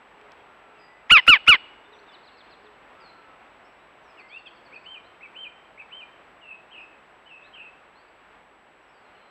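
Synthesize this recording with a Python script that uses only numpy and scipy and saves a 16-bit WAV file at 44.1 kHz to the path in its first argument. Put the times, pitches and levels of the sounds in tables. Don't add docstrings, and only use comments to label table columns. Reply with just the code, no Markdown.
import sys
import numpy as np
from scipy import signal
from scipy.fft import rfft, irfft
from scipy.io import wavfile
from scipy.ndimage import uniform_filter1d, minimum_filter1d

SR = 44100
rng = np.random.default_rng(int(sys.argv[2]) if len(sys.argv) > 2 else 0)


def nominal_scale(level):
    x = np.asarray(level, float) / 20
    return 10 ** x


def wav_record(signal):
    frames = np.transpose(np.atleast_2d(signal))
    bounded = np.clip(frames, -1, 1)
    quanta = np.round(bounded * 32767).astype(np.int16)
    wavfile.write(sys.argv[1], SR, quanta)


N = 410130

# (pitch [Hz], level [dB per Hz])
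HISS_COLOUR = [(15, -56.5), (25, -23), (38, -11.5), (110, -12), (313, -5), (349, -3.5), (456, -3.5),
               (740, -1), (1020, -1.5), (1530, -4), (2690, -9.5), (6360, -39), (7890, -41.5), (8550, -44.5),
               (15400, -48)]
# (time [s], level [dB])
HISS_LEVEL = [(0.0, -53.5), (1.5, -53), (2.3, -54), (3.05, -54), (4.2, -54), (9.3, -54.5)]
HUM_HZ, HUM_DB = 50, -79
WHINE_HZ, WHINE_DB, FLIPS_PER_S = 7797.5, -80, 59.3
WHINE_SLIPS = [2.551, 3.12, 3.74, 7.09, 7.761, 8.155]

# (time [s], length [s], start [Hz],
# end [Hz], level [dB])
CHIRPS = [(0.755, 0.06, 2814, 2500, -63), (0.787, 0.094, 4980, 4810, -67), (1.927, 0.094, 5795, 5900, -80),
          (2.07, 0.04, 3882, 3450, -60.5), (2.12, 0.038, 3000, 2980, -55.5),
          (3.003, 0.032, 5080, 4480, -62.5), (3.03, 0.08, 4500, 4020, -60), (3.645, 0.04, 5133, 5562, -73),
          (3.795, 0.06, 3695, 4110, -75), (4.025, 0.11, 6108, 4851, -74.5),
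          (7.305, 0.067, 5180, 5520, -84.5), (7.95, 0.08, 3989, 4780, -70.5),
          (8.075, 0.024, 4710, 4650, -77.5), (8.822, 0.03, 5992, 5311, -83.5),
          (8.88, 0.038, 5110, 5430, -78), (8.933, 0.06, 4821, 4560, -74), (9.04, 0.04, 4248, 4080, -72),
          (9.135, 0.04, 3278, 2710, -66), (9.145, 0.19, 4284, 3969, -74.5),
          (0.448, 0.45, 1390, 1310, -62.5), (0.799, 0.23, 1910, 2030, -60.5), (2.96, .115, 1297, 1372, -58),
          (3.065, .3, 1372, 1292, -58),
          (.37, 0.064, 3260, 3270, -69), (1.843, .04, 3560, 3580, -65), (1.919, 0.037, 4170, 3300, -61),
           (1.985, 0.017, 3893, 4600, -61), (2.09, .05, 3470, 3430, -63), (2.229, .03, 4600, 3850, -63),
           (2.32, .07, 4450, 4100, -67.5), (2.282, .08, 2920, 2640, -68.5), (2.4, 0.062, 4200, 4200, -71),
           (2.455, 0.035, 2600, 3950, -66), (2.495, .04, 3950, 2420, -65), (2.486, .07, 4280, 4100, -66),
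           (2.727, 0.038, 3010, 3000, -69), (6.78, 0.079, 5150, 5020, -81), (7.452, .04, 1770, 1670, -60),
           (9.201, 0.065, 2950, 3240, -69)]
# (time [s], length [s], level [dB])
COOS = [
    (0.142, 0.2, -62.5),
    (0.612, 0.28, -63),
    (1.85, 0.2, -59.5),
    (2.599, 0.15, -59.5),
]
# (start [Hz], middle [Hz], end [Hz])
COO_PITCH = (400, 428, 405)
# (time [s], level [dB])
RUN = [(4.188, -63), (4.283, -62.5), (4.373, -65), (4.463, -67), (4.553, -67), (4.648, -65), (4.743, -61.5),
       (4.838, -65)]
# (length [s], start [Hz], middle [Hz], end [Hz])
RUN_NOTE = (0.032, 5250, 4450, 4340)
# (time [s], level [dB])
STROKES = [(2.116, -61), (2.248, -63), (2.368, -62), (2.5, -64), (2.628, -67)]
# (length [s], start [Hz], middle [Hz], end [Hz])
STROKE_NOTE = (.05, 5500, 4350, 3200)
BEND = .55
HIGH_LOSS_DB_PER_KHZ = 8.5

# (time [s], peak level [dB], pitch [Hz])
TICKS = [
    (.213, -42, 2500),
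    (.319, -43, 4000),
    (1.096, -28, 1850),
    (1.267, -21, 1900),
    (1.466, -24, 1915),
]

# (time [s], pitch [Hz], level [dB])
SLUR = [(4.17, 3005, -61), (4.2, 2458, -47), (4.215, 2060, -59), (4.29, 2103, -58.5), (4.34, 2550, -45),
        (4.38, 2796, -38.5), (4.392, 2735, -68)]
# (time [s], length [s], start [Hz], end [Hz], level [dB])
ASIDES = [(4.295, .055, 3050, 3700, -55), (5.03, 0.043, 3500, 4250, -65.5), (4.455, .024, 2800, 2430, -45),
          (4.46, 0.022, 3700, 3000, -46), (7.255, .03, 2880, 3100, -53.5), (4.716, .036, 2052, 2757, -44.5),
          (4.754, .024, 2370, 2600, -42), (7.42, .058, 3180, 4240, -61.5)]
# (share of length [0-1], pitch [Hz], level [dB])
CHIP_SHAPE = [(0, 2040, -4), (.3, 2556, -7.5), (.5, 2650, 2.5), (.72, 2370, -3.5), (1, 2260, 0)]
# (share of length [0-1], pitch [Hz], level [dB])
PIPE_SHAPE = [(0, 2130, -13), (.1, 2650, -7), (.17, 3030, -0.5), (.42, 3140, -3), (.66, 3097, 2),
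              (.75, 2540, -2.5), (.86, 2390, 0.5), (1, 2400, -16)]
# (time [s], length [s], level [dB])
CHIPS = [
    (5.208, .058, -43),
    (5.775, .052, -43),
]
# (time [s], length [s], level [dB])
PIPES = [
    (4.84, 0.16, -44.5),
    (5.343, .15, -41.5),
    (5.905, .15, -44),
]
# (time [s], length [s], level [dB], start [Hz], drop time [s])
DRAWLS = [
    (6.412, 0.2, -46, 2995, .05),
    (7.285, .18, -49.5, 3300, .022),
]
DRAWL_HZ, DRAWL_SAG_HZ = 2650, 69.5
DRAWL_SWELL = 0.51
DRAWL_SWING_HZ, DRAWL_PER_S = 60, 40
# (time [s], length [s], level [dB], swing [Hz], swings [per s])
TRILLS = [
    (6.706, 0.15, -45, 211, 38),
    (7.525, .16, -45.5, 190, 39.5),
]
# (time after start [s], pitch [Hz], level [dB])
FLICK = [
    (0, 2812, -16),
    (.019, 3230, -0.5),
    (.036, 2745, -3.5),
    (.09, 2627, 0.5),
]
TRILL_END_HZ, TRILL_END_DB, TRILL_END_SWING = 2610, -7, .3
TRILL_TAIL_S, TRILL_TAIL_DB, TRILL_DROP_DB = .1, -21, -14.5
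OVERTONE_SLOPE, OVERTONE_HZ, OVERTONE_DB = 1.6, 2040, -42.5

# (time [s], pitch [Hz], effort [dB])
YELPS = [
    [(1.094, 770, -49.5), (1.101, 880, -17.5), (1.113, 1363, -4.5), (1.126, 1490, -3), (1.142, 1382, -6.5),
     (1.168, 1210, -6), (1.182, 1041, -13.5), (1.198, 1000, -17), (1.209, 778, -46)],
    [(1.273, 1182, -43.5), (1.28, 1306, -1), (1.293, 1493, -4.5), (1.305, 1420, -3), (1.311, 1352, -8),
     (1.337, 1170, -6.5), (1.353, 1013, -16), (1.370, 830, -20.5), (1.382, 676, -49.5)],
    [(1.465, 933, -50.5), (1.475, 1090, -21), (1.481, 1330, -4.5), (1.492, 1485, -3), (1.504, 1426, -4.5),
     (1.510, 1325, -8), (1.532, 1128, -9), (1.555, 988, -19), (1.572, 683, -41.5)],
]
# (time [s], length [s], rasp level [dB])
CATCHES = [(1.116, .008, -12.5), (1.179, .018, -14.5), (1.209, .01, -21.5), (1.28, .006, -6.5),
           (1.356, .018, -23), (1.363, .01, -26), (1.484, .007, -11), (1.547, .02, -13), (1.564, .01, -33)]
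# (pitch [Hz], level [dB])
THROAT = [(900, -17), (1450, -8), (2350, 0.5), (2720, -4.5), (2950, 1), (4150, -25), (4600, -9),
          (5800, -21)]
THIRD_DB, FOURTH_DB, UPPER_STEP_DB = -4.5, -11, -6
BREATH_DB = -33
SAG_RASP_DB, SAG_FROM_HZ, SAG_SPAN_HZ = -15, 1260, 220
WOBBLE = .007

# (delay [s], level [dB])
FOLIAGE = [
    (.007, -11),
    (.014, -8.5),
    (0.027, -21.5),
    (.052, -16.5),
]
WOOD_T60_S, NEAR_WET_DB, FAR_WET_DB = .7, -32.5, -14

# (low edge [Hz], high edge [Hz], above [dB], below [dB])
EMPTIED_BANDS = [(5213, 5900, -43, -25.5), (5900, 6350, -43.5, -33.5), (6350, 6850, -43.5, -23),
                 (7400, 8140, -24, 0)]
OVERLOAD, LOPSIDED, LEFT_DUCK_DB = 0.49, 1, -1.4
PORT_HZ, THUMP_DB, GRIT_DB = 2600, -29, -7
FIZZ_DB, FIZZ_DB_PER_KHZ = -46.5, -1.52


def in_time(rows):
    s, *columns = np.transpose(rows)
    at = np.arange(int(s[0] * SR), min(int(s[-1] * SR), N))
    return at, [np.interp(at / SR, s, c) for c in columns]


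def on_pitch_scale(hz, rows):
    curve_hz, curve_db = np.transpose(rows)
    return np.interp(np.log(hz), np.log(curve_hz), curve_db)


def drift(count, hz):
    r = np.exp(-2 * np.pi * hz / SR)
    slow = signal.lfilter([1], [1, -2 * r, r * r], rng.standard_normal(count + 8000))[2000:]
    return slow[6000:] / np.sqrt(np.mean(slow ** 2))


def smooth(x, seconds):
    return uniform_filter1d(x, size=max(int(seconds * SR), 1), mode="nearest")


def fade(count, seconds):
    i = np.arange(count)
    return np.clip(np.minimum(i, count - 1 - i) / (seconds * SR), 0, 1)


def passed(x, hz, kind, order=4):
    return signal.sosfilt(signal.butter(order, hz, kind, fs=SR, output="sos"), x)


def whistle(hz, db):
    return np.sqrt(2) * nominal_scale(db) * np.sin(2 * np.pi * (np.cumsum(hz) / SR + rng.random()))


def flutter(at, hz, db, swing, beats):
    hz = smooth(hz, 0.0098) + swing * np.cos(2 * np.pi * beats + 0.43) + 40 * drift(len(at), 186)
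    return whistle(hz, db + 2.1 * drift(len(at), 57)) * fade(len(at), .004)


def glides(rows):
    return [(s, length, start, start + BEND * (end - start), end, db) for s, length, start, end, db in rows]


def hiss():
    hz = np.maximum(np.arange(N // 2 + 1) * SR / N, 1)
    noise = irfft(rfft(rng.standard_normal(N)) * nominal_scale(on_pitch_scale(hz, HISS_COLOUR)), N)
    level = np.interp(np.arange(N) / SR, *np.transpose(HISS_LEVEL)) + 0.75 + 0.9 * drift(N, 2.1)
    return nominal_scale(level) * noise / noise.std() + whistle(np.full(N, HUM_HZ), HUM_DB)


def whine():
    t = np.arange(N) / SR
    slips = sum(np.exp(-((t - s) / 0.0061) ** 4) * 450 * np.sin(2 * np.pi * 35 * (t - s)) for s in WHINE_SLIPS)
    return whistle(WHINE_HZ + slips, WHINE_DB) * np.sign(np.sin(np.pi * FLIPS_PER_S * (t - .0100)))


def far_birds():
    out = np.zeros(N)
    notes = glides(CHIRPS) + [(s, length, *COO_PITCH, db) for s, length, db in COOS]
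    notes += [(s, *RUN_NOTE, db) for s, db in RUN]
    notes += [(s, *STROKE_NOTE, db) for s, db in STROKES]
    for s, length, start, middle, end, db in notes:
        at, (hz, swell) = in_time([(s, start, 0), (s + length / 2, middle, np.pi / 2), (s + length, end, np.pi)])
        hz = smooth(hz, length / 6)
        level = db - HIGH_LOSS_DB_PER_KHZ * (hz - middle) / 1000 + 2.4 * drift(len(at), 90)
        out[at] += whistle(hz, level) * np.sin(swell) ** 0.37
    return out


def wood(x):
    t = np.arange(SR) / SR
    tail = rng.standard_normal(SR) * nominal_scale(-60 * t / WOOD_T60_S) * np.clip((t - .006) / 0.013, 0, 1)
    tail = tail + 7.5 * passed(tail, 3200, "high")
    tail = passed(tail, 5200, "low", order=3)
    return signal.fftconvolve(x, tail / np.sqrt(np.sum(tail ** 2)))[:N]


def thrush():
    out = np.zeros(N)
    notes = [SLUR]
    for shape, sung in [(CHIP_SHAPE, CHIPS), (PIPE_SHAPE, PIPES)]:
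        for s, length, db in sung:
            notes.append([(s + share * length, hz, db + rel) for share, hz, rel in shape])
    for s, length, start, middle, end, db in glides(ASIDES):
        notes.append([(s, start, db - 12), (s + length / 2, middle, db), (s + length, end, db - 4)])
    for rows in notes:
        at, (hz, db) = in_time(rows)
        hz = smooth(hz, 0.004)
        overtone_hz = OVERTONE_SLOPE * hz + OVERTONE_HZ + 40 * drift(len(at), 200)
        overtone = whistle(overtone_hz, db + OVERTONE_DB)
        out[at] += (whistle(hz, db + 1.7 * drift(len(at), 60)) + overtone) * fade(len(at), 0.0023)

    for s, length, level, start, drop in DRAWLS:
        at, (hz, db) = in_time([(s, start, -11), (s + drop, DRAWL_HZ, -4),
                                (s + DRAWL_SWELL * length, DRAWL_HZ - DRAWL_SAG_HZ / 2, 0),
                                (s + length, DRAWL_HZ - DRAWL_SAG_HZ, -16)])
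        db = level + db + 2.0 * drift(len(at), 25)
        out[at] += flutter(at, hz, db, DRAWL_SWING_HZ, DRAWL_PER_S * (at / SR - s))

    top, low, settled = (row[0] for row in FLICK[1:])
    for s, length, level, swing, rate in TRILLS:
        opening = [(s + after, hz, db) for after, hz, db in FLICK]
        ending = [(s + length, TRILL_END_HZ, TRILL_END_DB), (s + length + .015, TRILL_END_HZ, TRILL_DROP_DB),
                  (s + length + TRILL_TAIL_S, TRILL_END_HZ, TRILL_TAIL_DB)]
        at, (hz, db) = in_time(opening + ending)
        after = at / SR - s
        depth = np.interp(after, [top, low, settled, length, length + .015], [0, 1, .8, TRILL_END_SWING, 0])
        out[at] += flutter(at, hz, level + db, swing * depth, rate * (after - top))
    return out


def ticks():
    out, t = np.zeros(N), np.arange(500) / SR
    for s, db, hz in TICKS:
        noise = rng.standard_normal(500)
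        click = passed(noise * np.exp(-t / 0.0018), [hz * 0.72, hz * 1.3], "band", order=2)
        start = round(s * SR)
        out[start:start + 500] += nominal_scale(db) * click / np.abs(click).max()
    return out


def woodpecker():
    out, t = np.zeros(N), np.arange(N) / SR
    catch = nominal_scale(BREATH_DB) + sum(nominal_scale(db) * np.exp(-(2 * (t - s) / length) ** 2) for s, length, db in CATCHES)
    for rows in YELPS:
        at, (hz, db) = in_time(rows)
        hz = smooth(hz, .006)
        first, second, third, *upper = (on_pitch_scale(k * hz, THROAT) for k in range(1, 7))
        falling = at > at[hz.argmax()]
        sag = nominal_scale(SAG_RASP_DB) * np.clip((SAG_FROM_HZ - hz) / SAG_SPAN_HZ, 0, 1) * falling
        shake = passed(rng.standard_normal((2, len(at))), 800, "low") * 5 * (catch[at] + sag)
        turn = 2 * np.pi * np.cumsum(hz * (1 + WOBBLE * drift(len(at), 170))) / SR + .5 * shake[0]
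        voice = nominal_scale(first) * np.cos(turn + .3) - nominal_scale(second) * np.cos(2 * turn)
        voice += nominal_scale(third + THIRD_DB) * np.cos(3 * turn)
        for k, colour in enumerate(upper):
            level = nominal_scale(colour + FOURTH_DB + UPPER_STEP_DB * k)
            voice += level * np.cos((4 + k) * turn + 2.5 * shake[1])
        effort = 1.338 * nominal_scale(smooth(db, 0.0027))
        out[at] += effort * voice * (1 + shake[1]) * fade(len(at), .002)
    return signal.sosfiltfilt(signal.butter(2, 5600, fs=SR, output="sos"), out)


def scene():
    near, song = woodpecker() + ticks(), thrush()
    far = song + far_birds()
    hedge = sum(nominal_scale(db) * np.roll(song, int(s * SR)) for s, db in FOLIAGE)
    scattered = wood(nominal_scale(NEAR_WET_DB) * passed(near, 3600, "low", order=3) + nominal_scale(FAR_WET_DB) * far)
    air = near + far + hedge + scattered + hiss() + whine()
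    return np.array([air, air])


def lose_faint_highs(x):
    level = 20 * np.log10(smooth(np.abs(passed(x, [2000, 3600], "band")), .03) + 1e-9) + 2.5
    hz, spectrum = np.arange(N // 2 + 1) * SR / N, rfft(x)
    top_edges = np.arange(8140, 15800, 450)
    bands = [(*row, 1) for row in EMPTIED_BANDS]
    bands += [(low, high, -51, -27, 5) for low, high in zip(top_edges, top_edges[1:])]
    for low_hz, high_hz, above_db, below_db, chance_db in bands:
        shifted = level + chance_db * drift(N, 8)
        gate = smooth(1. * (shifted > above_db) * (shifted < below_db), .006)
        x = x - .95 * gate * irfft(spectrum * (hz >= low_hz) * (hz < high_hz), N)
    return x


def streaks():
    out, white = 0, rng.standard_normal(N)
    for hz in np.linspace(4000, 14700, 24) + rng.uniform(-150, 150, 24):
        level = nominal_scale(7.0 * drift(N, 6) + FIZZ_DB_PER_KHZ * (hz / 1000 - 4))
        out = out + level * passed(white, [hz - 90, hz + 90], "band", order=2)
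    return 8 * out


def low_pass(x):
    return signal.sosfilt(signal.butter(12, 15600, fs=SR, output="sos"), x)


def record(dry):
    sound = lose_faint_highs(dry[0])
    room = smooth(minimum_filter1d(.83 / np.maximum(np.abs(sound), .83), size=90), .002)
    held = sound * room
    drive = passed(sound, PORT_HZ, "high", order=3) + .25 * sound
    drive = drive + 0.31 * passed(sound, [1250, 1600], "band", order=2)
    excess = drive - np.clip(drive, -LOPSIDED * OVERLOAD, OVERLOAD)
    over = np.clip(smooth(np.abs(excess), .003) / 0.0049, 0, 1)
    thump = over * (passed(rng.standard_normal(N), 370, "low", order=2) * 6.33 - .6)
    thump = passed(thump, 12, "high", order=1)
    grit = passed(excess * (1 + 0.33 * drift(N, 300)), [5000, 12000], "band", order=2)
    fizz = np.abs(smooth(over, 0.024)) ** .5 * streaks()
    sound = held - nominal_scale(GRIT_DB) * grit + nominal_scale(FIZZ_DB) * fizz + nominal_scale(THUMP_DB) * thump
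    loud = smooth(np.clip(smooth(np.abs(sound), 0.018) / 0.029 - 1, 0, 1), .012)
    pair = sound * nominal_scale(np.outer([.5, -.5], LEFT_DUCK_DB * loud))
    return low_pass(pair)


dry = scene()
out = record(dry)
wav_record(out)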